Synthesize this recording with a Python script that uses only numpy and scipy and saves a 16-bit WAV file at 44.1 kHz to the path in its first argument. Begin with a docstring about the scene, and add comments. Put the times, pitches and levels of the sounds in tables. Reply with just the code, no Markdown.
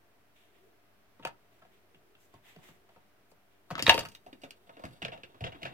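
"""Handling a switched-off vacuum cleaner

An upright vacuum cleaner is shifted about on carpet in a quiet home, close to the listener.
Its plastic shell knocks and ticks, a catch snaps home with a loud clack and loose parts rattle,
all ringing the same body modes. Cloth and carpet rustle. The room answers each knock, over a bed
of faint mains hum, a distant drone and hiss."""
import sys
import numpy as np
from scipy import signal
from scipy.fft import rfft, irfft, next_fast_len
from scipy.io import wavfile
from scipy.ndimage import map_coordinates

SR = 44100
rng = np.random.default_rng(int(sys.argv[2]) if len(sys.argv) > 2 else 0)


def unload_wav(signal):
    """Save mono or channel-first audio to the path in sys.argv[1] as 16-bit WAV at rate SR, clipped to [-1, 1]."""
    wavfile.write(
        sys.argv[1],
        SR,
        np.round(np.clip(np.atleast_2d(signal).T, -1, 1) * 32767).astype(np.int16),
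    )


N = 252693

# The modes the machine rings with, before a grip damps them: pitch_hz, level_db, t60_s
BODY_MODES = [(111, 11.5, 0.035), (133.6, 1, .16), (163, 1, 0.1), (230, -2, 0.077), (290, 2.5, 0.088),
              (430, -2.5, 0.16), (500, 3.5, 0.068), (546.3, 1.5, 0.12), (650, 1.5, 0.11), (740, 2, .17),
              (865, -3, 0.042), (920, 2.5, 0.28), (1077, 1, 0.09), (1292, -2, .05), (1650, -8.5, 0.11),
              (1670, -4.5, 0.066), (2223, -10.5, 0.017), (2457, 3, 0.031), (2660, 0.5, 0.039),
              (2830, 1, 0.087), (3225, 1.5, 0.032), (3790, 7.5, 0.035), (4583, 7, 0.035), (5400, -1, 0.014),
              (7130, -8.5, 0.055), (8480, 1, .05), (11100, -7, .015), (14660, -0.5, .12)]
# Band limits of its five parts (base, shell, catch, clips, edges): limit_hz
PART_LIMITS_HZ = [60, 250, 1100, 4000, 8000, 15000]
# Where the machine sits in the stereo image: time_s, left_lag_ms, left_over_right_db
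BEARING = [(0, 0.066, 3), (2.5, 0.17, -0.5), (3.7, .1, 3.5), (3.75, -0.18, 2), (3.85, -0.14, 3.5),
           (3.87, .05, -2), (3.89, -0.088, 3), (4.0, -0.089, 1.5), (4.09, 0.34, -1), (5.73, 0.41, .5)]


def knocks():
    """Each contact is a blow and a grinding burst of force; it rings the modes near the spot's pitch."""
    # Contacts: start_s, thud_db, shell_db, clack_db, tick_db, shell_hz, clack_hz, grind_s
    contacts = [(1.1958, -62, -54.5, -65, -83, 290, 1204, .015),
                (1.2254, -73, -69, -61, -94, 510, 1900, .021),
                (1.2314, -62, -60, -57, -78, 750, 2960, 0.14),
                (1.2505, -55, -36, -37, -49, 775, 2110, 0.011),
                (1.2715, -73, -50, -44.5, -57, 800, 1292, .03),
                (1.6188, -72, -62.5, -62, -97, 650, 1160, 0.065),
                (1.6504, -85, -64, -68, -84, 720, 1630, 0.045),
                (1.9454, -67.5, -66.5, -64, -86, 250, 2310, 0.024),
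                (2.151, -80, -73, -65, -91, 380, 2800, 0.02),
                (2.339, -62, -56.5, -76, -74, 282, 1230, 0.029),
                (2.5613, -56.5, -57, -63, -76, 430, 2100, 0.018),
                (2.5874, -79, -65, -70, -80, 660, 1230, .045),
                (2.6879, -63, -62, -67, -76, 248, 1430, 0.06),
                (2.891, -79, -64, -69, -85, 740, 1430, 0.029),
                (2.9609, -68.5, -60, -67.5, -91, 583, 1240, 0.023),
                (3.315, -74, -63.5, -77, -74.5, 457, 1580, 0.027),
                (3.7043, -45.5, -44, -49, -57, 550, 1110, 0.18),
                (3.7098, -49, -43.5, -45.5, -60, 636, 1080, 0.033),
                (3.7538, -56, -51, -39, -81, 332, 1350, 0.0061),
                (3.7797, -61, -42.5, -41, -58, 1070, 1140, 0.06),
                (3.793, -50.5, -41, -36, -50.5, 516, 2060, 0.06),
                (3.8243, -45, -41.5, -36, -34.5, 250, 3250, .006),
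                (3.8586, -52, -44, -54, -49, 930, 3770, 0.12),
                (3.8665, -62, -39.5, -23.5, -47, 895, 3790, 0.0088),
                (3.8769, -35, -27.5, -27.5, -42, 480, 1780, 0.074),
                (3.8941, -45, -19, -13, -27, 926, 2920, .04),
                (3.942, -57.5, -33, -35, -39, 480, 2840, 0.047),
                (3.9779, -45, -33.5, -33.5, -45, 506, 2730, 0.018),
                (3.991, -68, -58, -41, -38, 490, 3200, 0.046),
                (4.0078, -49, -60, -44, -52.5, 920, 2810, 0.022),
                (4.051, -61, -52, -47.5, -58.5, 1080, 2790, .037),
                (4.0571, -52, -53, -48.5, -55, 1080, 1270, 0.016),
                (4.0865, -63, -77, -60.5, -57, 895, 2820, 0.042),
                (4.1171, -78, -70, -63.5, -65.5, 423, 2970, .08),
                (4.1496, -82, -76.5, -51.5, -59.5, 290, 4280, .027),
                (4.263, -64, -49, -62.5, -71, 740, 2790, .08),
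                (4.3285, -62.5, -50, -55.5, -70, 303, 2830, 0.024),
                (4.4175, -68, -69, -61.5, -66, 684, 2820, 0.25),
                (4.435, -61, -45.5, -50, -63, 554, 2457, 0.11),
                (4.5068, -73.5, -73, -51, -56.5, 419, 2830, .032),
                (4.6932, -72, -53, -56.5, -85.5, 688, 1390, 0.021),
                (4.768, -77, -53.5, -59.5, -84.5, 525, 1650, 0.021),
                (4.794, -71, -51.5, -60, -74, 563, 1250, 0.04),
                (4.8375, -43.5, -44, -49.5, -64, 650, 1260, 0.062),
                (4.852, -49.5, -52, -51, -61, 290, 1700, 0.052),
                (4.908, -65.5, -65, -68, -77, 247, 1970, 0.091),
                (5.019, -50, -44.5, -42.5, -66, 684, 2830, 0.042),
                (5.026, -48, -46, -42, -64, 290, 2660, 0.0378),
                (5.0491, -52, -41.5, -36.5, -66, 500, 2700, 0.022),
                (5.082, -66, -47.5, -47.5, -79, 487, 1670, 0.023),
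                (5.119, -61, -45.5, -47.5, -92.5, 745, 2660, 0.21),
                (5.1761, -66, -56, -58, -88, 520, 1650, 0.012),
                (5.2335, -63, -53.5, -48, -76.5, 370, 2660, 0.063),
                (5.344, -71.5, -60.5, -64.5, -88.5, 352, 1120, 0.039),
                (5.4072, -39, -45, -51.5, -66, 652, 2530, 0.083),
                (5.4395, -44, -42.5, -38.5, -76, 500, 2600, 0.11),
                (5.4653, -56, -42.5, -43.5, -91, 520, 2800, 0.051),
                (5.5207, -66, -52.5, -51.5, -95, 710, 2550, .046),
                (5.5467, -62, -53.5, -56.5, -94, 305, 1670, 0.068),
                (5.6178, -54, -49.5, -55, -70, 690, 2660, 0.056),
                (5.6305, -50.5, -53.5, -42.5, -60.5, 290, 2840, 0.045),
                (5.6525, -56, -41.5, -40.5, -67, 635, 1950, 0.17)]
    # How the machine stands after each shift: start_s, thud_hz, freedom_to_ring (0-1)
    stances = [(0, 160, 0.4), (3.8, 106.6, 0.69), (4.2, 244, 0.54), (4.82, 127, 0.37)]
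    usual_tick_db, usual_clack_db = -58, -44
    thud_delay = round(0.006 * SR)  # the base meets the carpet just after the contact
    # One row a part, base to edges; left and right hear different sides of the small bright parts.
    spread = np.array([[0.05], [0.12], [0.25], [0.45], [0.45]])
    grind_scale = np.array([[1.1], [1.1], [0.9], [0.75], [0.6]])
    grit_db = np.array([[-11], [-7], [-1.5], [1.5], [4]])
    out, t = np.zeros((2, N + SR)), np.arange(SR // 3) / SR
    mode_hz = np.transpose(BODY_MODES)[0]
    scatters_db = 2 * rng.standard_normal((len(contacts), len(BODY_MODES)))
    bursts = rng.standard_normal((len(contacts), 2, 5, len(t)))
    lag_ms, pan_db = curves(BEARING)
    for contact, scatter_db, burst in zip(contacts, scatters_db, bursts):
        start_s, thud_db, shell_db, clack_db, tick_db, shell_hz, clack_hz, grind_s = contact
        _, thud_hz, freedom = [stance for stance in stances if stance[0] <= start_s][-1]
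        fizz_db = usual_tick_db - 6.5 + 0.91 * (tick_db - usual_tick_db)  # edges fizz under the tick
        levels_db = np.array([thud_db, shell_db, clack_db, tick_db, fizz_db])
        # A weak tick means a soft, slow contact; a loud clack means a hard, fast one.
        softness = (shell_db - tick_db) / 17.5 - (clack_db - usual_clack_db) / 25.5
        rise_s = np.clip(0.00058 * 2 ** softness, 0.0002, 0.005)
        t60_s = np.clip(grind_s, 0.004, 0.15) * grind_scale
        mid, side = burst * amp(-60 * t / t60_s) * (1 - np.exp(-t / rise_s))
        blow = mid / np.linalg.norm(mid, axis=1, keepdims=True)
        blow[:, 0] = 0.0033 / rise_s  # the sharper the contact, the harder its first blow
        octaves_off = np.min([abs(np.log2(mode_hz / hz)) for hz in (thud_hz, shell_hz, clack_hz)], axis=0)
        excite_db = -19 * octaves_off * (mode_hz < PART_LIMITS_HZ[3]) + scatter_db
        ring = unit_attack(filtered(blow, lambda f: body_ring(f, excite_db, freedom)))
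        at = round(start_s * SR)
        for channel, sign in enumerate((1, -1)):
            grit = unit_attack(filtered(mid + sign * spread * side, crunch))
            parts = unit_attack(ring + amp(grit_db) * grit)
            parts[0] = np.pad(parts[0], (thud_delay, 0))[:len(t)]
            arrival = round((start_s + sign * lag_ms[at] / 2000) * SR)  # half the lag each side
            out[channel, arrival:][:len(t)] += amp(levels_db + sign * pan_db[at] / 2) @ parts
    return out[:, :N]


def rattle():
    """Loose parts chatter and scrape: dense, uneven grains of force into the same body."""
    # Swell of the rattle: time_s, level_db, treble_offset_db
    swell = [(3.66, -76, -3), (3.78, -47, -25.5), (3.845, -59, -20.5), (3.88, -50, -5), (3.96, -48, 2),
             (4.03, -45.5, -11), (4.1, -68, 4), (4.18, -79.5, 5), (4.55, -76, -6), (4.77, -63, -17),
             (4.92, -62, -5), (5.01, -71.5, -6.5), (5.19, -69.5, -18.5), (5.48, -68, -18), (5.73, -49, -22)]
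    # Balance of shell, catch, clips and edges: gain_db
    balance_db = [-5.5, -8, -8.5, -9.5]
    grains = rng.standard_normal((5, N)) * amp(3.5 * wobble(90) + 1.9 * wobble(28))
    rings = filtered(grains, lambda f: body_ring(f, np.zeros(len(BODY_MODES)), freedom=0.22))
    scrapes = filtered(grains, crunch)
    level_db, treble_db = curves(swell, outside=-120)
    levels_db = [level_db, level_db, level_db + treble_db, level_db + treble_db]
    chatter = sum(amp(db + part_db) * (unit(ring) + amp(-1) * unit(scrape))
                  for db, part_db, ring, scrape in zip(levels_db, balance_db, rings[1:], scrapes[1:]))
    half_lag = curves(BEARING)[0] * SR / 2000  # samples; follows the machine's bearing
    return np.array([map_coordinates(chatter, [np.arange(N) - sign * half_lag]) for sign in (1, -1)])


def body_ring(f, excite_db, freedom):
    """The modal response of each part; a grip shortens the ring of all but the base."""
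    parts = np.zeros((5, len(f)), complex)
    for k, (hz, db, t60_s) in enumerate(BODY_MODES):
        ring_scale = 1 if hz < PART_LIMITS_HZ[1] else np.clip(freedom, 0.1, 1.5)
        width_hz = np.log(1000) / (np.pi * t60_s * ring_scale)
        part = np.searchsorted(PART_LIMITS_HZ, hz) - 1
        parts[part] += (-1) ** k * amp(db + excite_db[k]) * resonance(f, hz, width_hz)
    return parts * radiation(f)


def crunch(f):
    """The broad, heavily damped response of each part."""
    bands = zip(PART_LIMITS_HZ, PART_LIMITS_HZ[1:])
    return [resonance(f, np.sqrt(lo * hi), 1.13 * (hi - lo)) ** 2 for lo, hi in bands] * radiation(f)


def resonance(f, hz, width_hz):
    """One resonance whose ring starts at the same strength whatever its width."""
    return 1j * f / (hz * hz - f * f + 1j * f * width_hz)


def radiation(f):
    """Each part radiates little far above or below its own band."""
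    low_hz, high_hz = 0.96 * np.array([PART_LIMITS_HZ[:-1], PART_LIMITS_HZ[1:]])[..., None]
    return 1j * f / (low_hz + 1j * f) / (1 + 1j * f / high_hz) ** 2


def rustle():
    """Cloth rubs in short strokes: a swish, a duller drag and a fine hiss, all grainy."""
    # Cloth strokes: start_s, length_s, level_db, drag_offset_db, hiss_offset_db
    strokes = [(.365, 0.062, -68.5, -7, -8), (0.547, 0.034, -75, -2, -17), (1.528, 0.047, -76, -4, -5),
               (1.722, 0.029, -72.5, -3, -8.5), (2.205, 0.036, -76, -19, 7),
               (2.338, 0.019, -69.5, 1.5, -11), (2.453, 0.06, -63, -1, -6.5), (2.64, 0.047, -65, 2, -2),
               (2.897, 0.044, -77.5, -2, -8), (3.308, 0.01, -82.5, -4.5, 9.5),
               (3.514, 0.039, -78, -9, -11.5)]
    # Tone colours of the three layers: frequency_hz, density_db
    swish = [(1200, -30), (1900, -5), (2500, 0), (3600, -2), (4400, -14), (7000, -35)]
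    drag = [(400, -13.5), (800, -5), (1400, -10), (2000, -2), (3000, -23)]
    hiss = [(3000, -17.5), (5500, -3), (8000, 0), (10000, -11), (12500, 0), (16000, -9.5)]
    rise_s, fade_lengths = 0.075, 7.6  # to climb and to fall by 60 dB
    t, gains = np.arange(N) / SR, np.zeros((3, N))
    for start_s, length_s, level_db, drag_db, hiss_db in strokes:
        attack_db = -60 * np.maximum(start_s - t, 0) / rise_s
        release_db = -60 * np.maximum(t - start_s - length_s, 0) / (fade_lengths * length_s)
        gains += amp(level_db + attack_db + release_db + np.array([[0], [drag_db], [hiss_db]]))
    grain = amp(1.3 * wobble(86))
    return grain * sum(gain * stereo_noise(colour) for gain, colour in zip(gains, (swish, drag, hiss)))


def room_echo(x):
    """A short reverb whose treble dies first; the echo pattern keeps shifting, as for a moving source."""
    # Decay of the room: frequency_hz, t60_s
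    decay = [(100, 0.4), (500, 0.18), (2000, 0.15), (8000, 0.091), (15000, 0.066)]
    hz, t, noise = signal.stft(rng.standard_normal((6, 2, SR // 2)), SR, nperseg=256)
    tails = signal.istft(noise * amp(-60 * t / along(decay, hz)[:, None]), SR, nperseg=256)[1]
    tails /= np.linalg.norm(tails, axis=2, keepdims=True)
    active = np.arange(N) // (SR // 100) % len(tails)  # the next tail is fed every 10 ms
    wet = sum(signal.fftconvolve(x * (active == k), tail, axes=1) for k, tail in enumerate(tails))
    wet += filtered(wet.mean(0) - wet, lambda f: 1 / (1 + 1j * f / 150))  # long waves reach both sides alike
    return np.pad(wet, ((0, 0), (200, 0)))[:, :N]  # pre-delay


def room_tone():
    """The background bed: wavering mains hum, a distant drone, low rumble and microphone hiss."""
    # Hum partials near multiples of the mains: pitch_hz, rms_db
    partials = [(102.3, -82), (199.2, -85), (301.5, -84), (597.5, -87), (699.8, -85)]
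    # The drone swells and fades: time_s, level_db
    swell = [(0.0, -78), (0.49, -79), (0.66, -69), (1.21, -92), (1.4, -76.5), (2.02, -71.5), (2.41, -78.5),
             (2.65, -68.5), (3.03, -80.5), (3.68, -74.5)]
    # Tone colours of rumble, hiss and drone: frequency_hz, density_db
    rumble_colour = [(12, -33.5), (20, -6.5), (27, -16), (97, -8.5), (129, -12.5), (297, -10.5),
                     (326, -19.5), (395, -12), (514, -14.5), (684, -9.5), (828, -14.5), (1580, -15.5),
                     (2370, -18.5), (6000, -30), (7800, -65.5), (13200, -120)]
    hiss_colour = [(3530, -25.5), (6000, -5), (9800, -4), (13400, -1), (15100, -0.5), (16100, -4),
                   (16500, -22.5)]
    drone_colour = [(250, -44), (330, -8), (380, -3.5), (470, -10), (600, -40)]
    t = np.arange(N) / SR
    hum = sum(np.sqrt(2) * amp(db + 1.4 * wobble(9.9)) * np.sin(2 * np.pi * hz * t + wobble(8.9))
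              for hz, db in partials)
    drone = amp(curves(swell)[0] + 2.5 * wobble(12)) * stereo_noise(drone_colour)
    rumble = amp(-69 + 0.48 * wobble(2.6)) * stereo_noise(rumble_colour)
    hiss = amp(-78) * stereo_noise(hiss_colour)
    return rumble + hiss + hum + drone


def stereo_noise(colour):
    """Coloured noise at rms 1, as alike left and right as the room makes it."""
    # Likeness of left and right: frequency_hz, correlation
    likeness = [(60, 0.86), (150, 0.16), (380, 0.6), (950, 0.19), (2380, -0.015), (5980, -0.16),
                (15000, -0.21)]

    def mid_side_gains(hz):
        angle = np.arccos(np.clip(along(likeness, hz), -1, 1)) / 2
        return amp(along(colour, hz)) * [np.cos(angle), np.sin(angle)]

    mid, side = filtered(rng.standard_normal((2, N)), mid_side_gains)
    return unit(np.array([mid + side, mid - side]))


def amp(db):
    """Gain of a dB value."""
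    return 10 ** (np.asarray(db) / 20)


def unit(x):
    """x at rms 1."""
    return x / np.sqrt(np.mean(x ** 2) + 1e-20)


def unit_attack(x):
    """Each row at rms 1 over its first 1/60 s."""
    return x / np.sqrt(np.mean(x[:, :SR // 60] ** 2, axis=1, keepdims=True))


def along(points, hz):
    """Read (frequency_hz, value) points on a log frequency axis."""
    point_hz, values = np.transpose(points)
    return np.interp(np.log(hz + 1), np.log(point_hz + 1), values)


def curves(rows, outside=None):
    """One value per sample for each column after the time."""
    time_s, *columns = np.transpose(rows)
    return [np.interp(np.arange(N) / SR, time_s, column, outside, outside) for column in columns]


def wobble(rate):
    """A smooth random curve, rate knots a second."""
    return map_coordinates(rng.standard_normal(int(N * rate / SR) + 4), [np.arange(N) * rate / SR])


def filtered(x, response):
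    """x through a complex frequency response."""
    length = x.shape[-1]
    padded = next_fast_len(length + SR // 4)
    return irfft(rfft(x, padded) * response(np.fft.rfftfreq(padded, 1 / SR)), padded)[..., :length]


def scene():
    """The machine, its echo in the room, cloth and room tone."""
    machine = knocks() + rattle()
    return machine + amp(-8) * room_echo(machine) + rustle() + room_tone()


def record(dry):
    """The loudest peaks are rounded off and the extreme treble is cut."""
    ceiling, top_hz, dc_offset = 0.9, 15900, -0.0004
    rounded = dry / (1 + np.abs(dry / ceiling) ** 6) ** (1 / 6)
    return filtered(rounded, lambda hz: hz < top_hz) + dc_offset


dry = scene()
out = record(dry)
unload_wav(out)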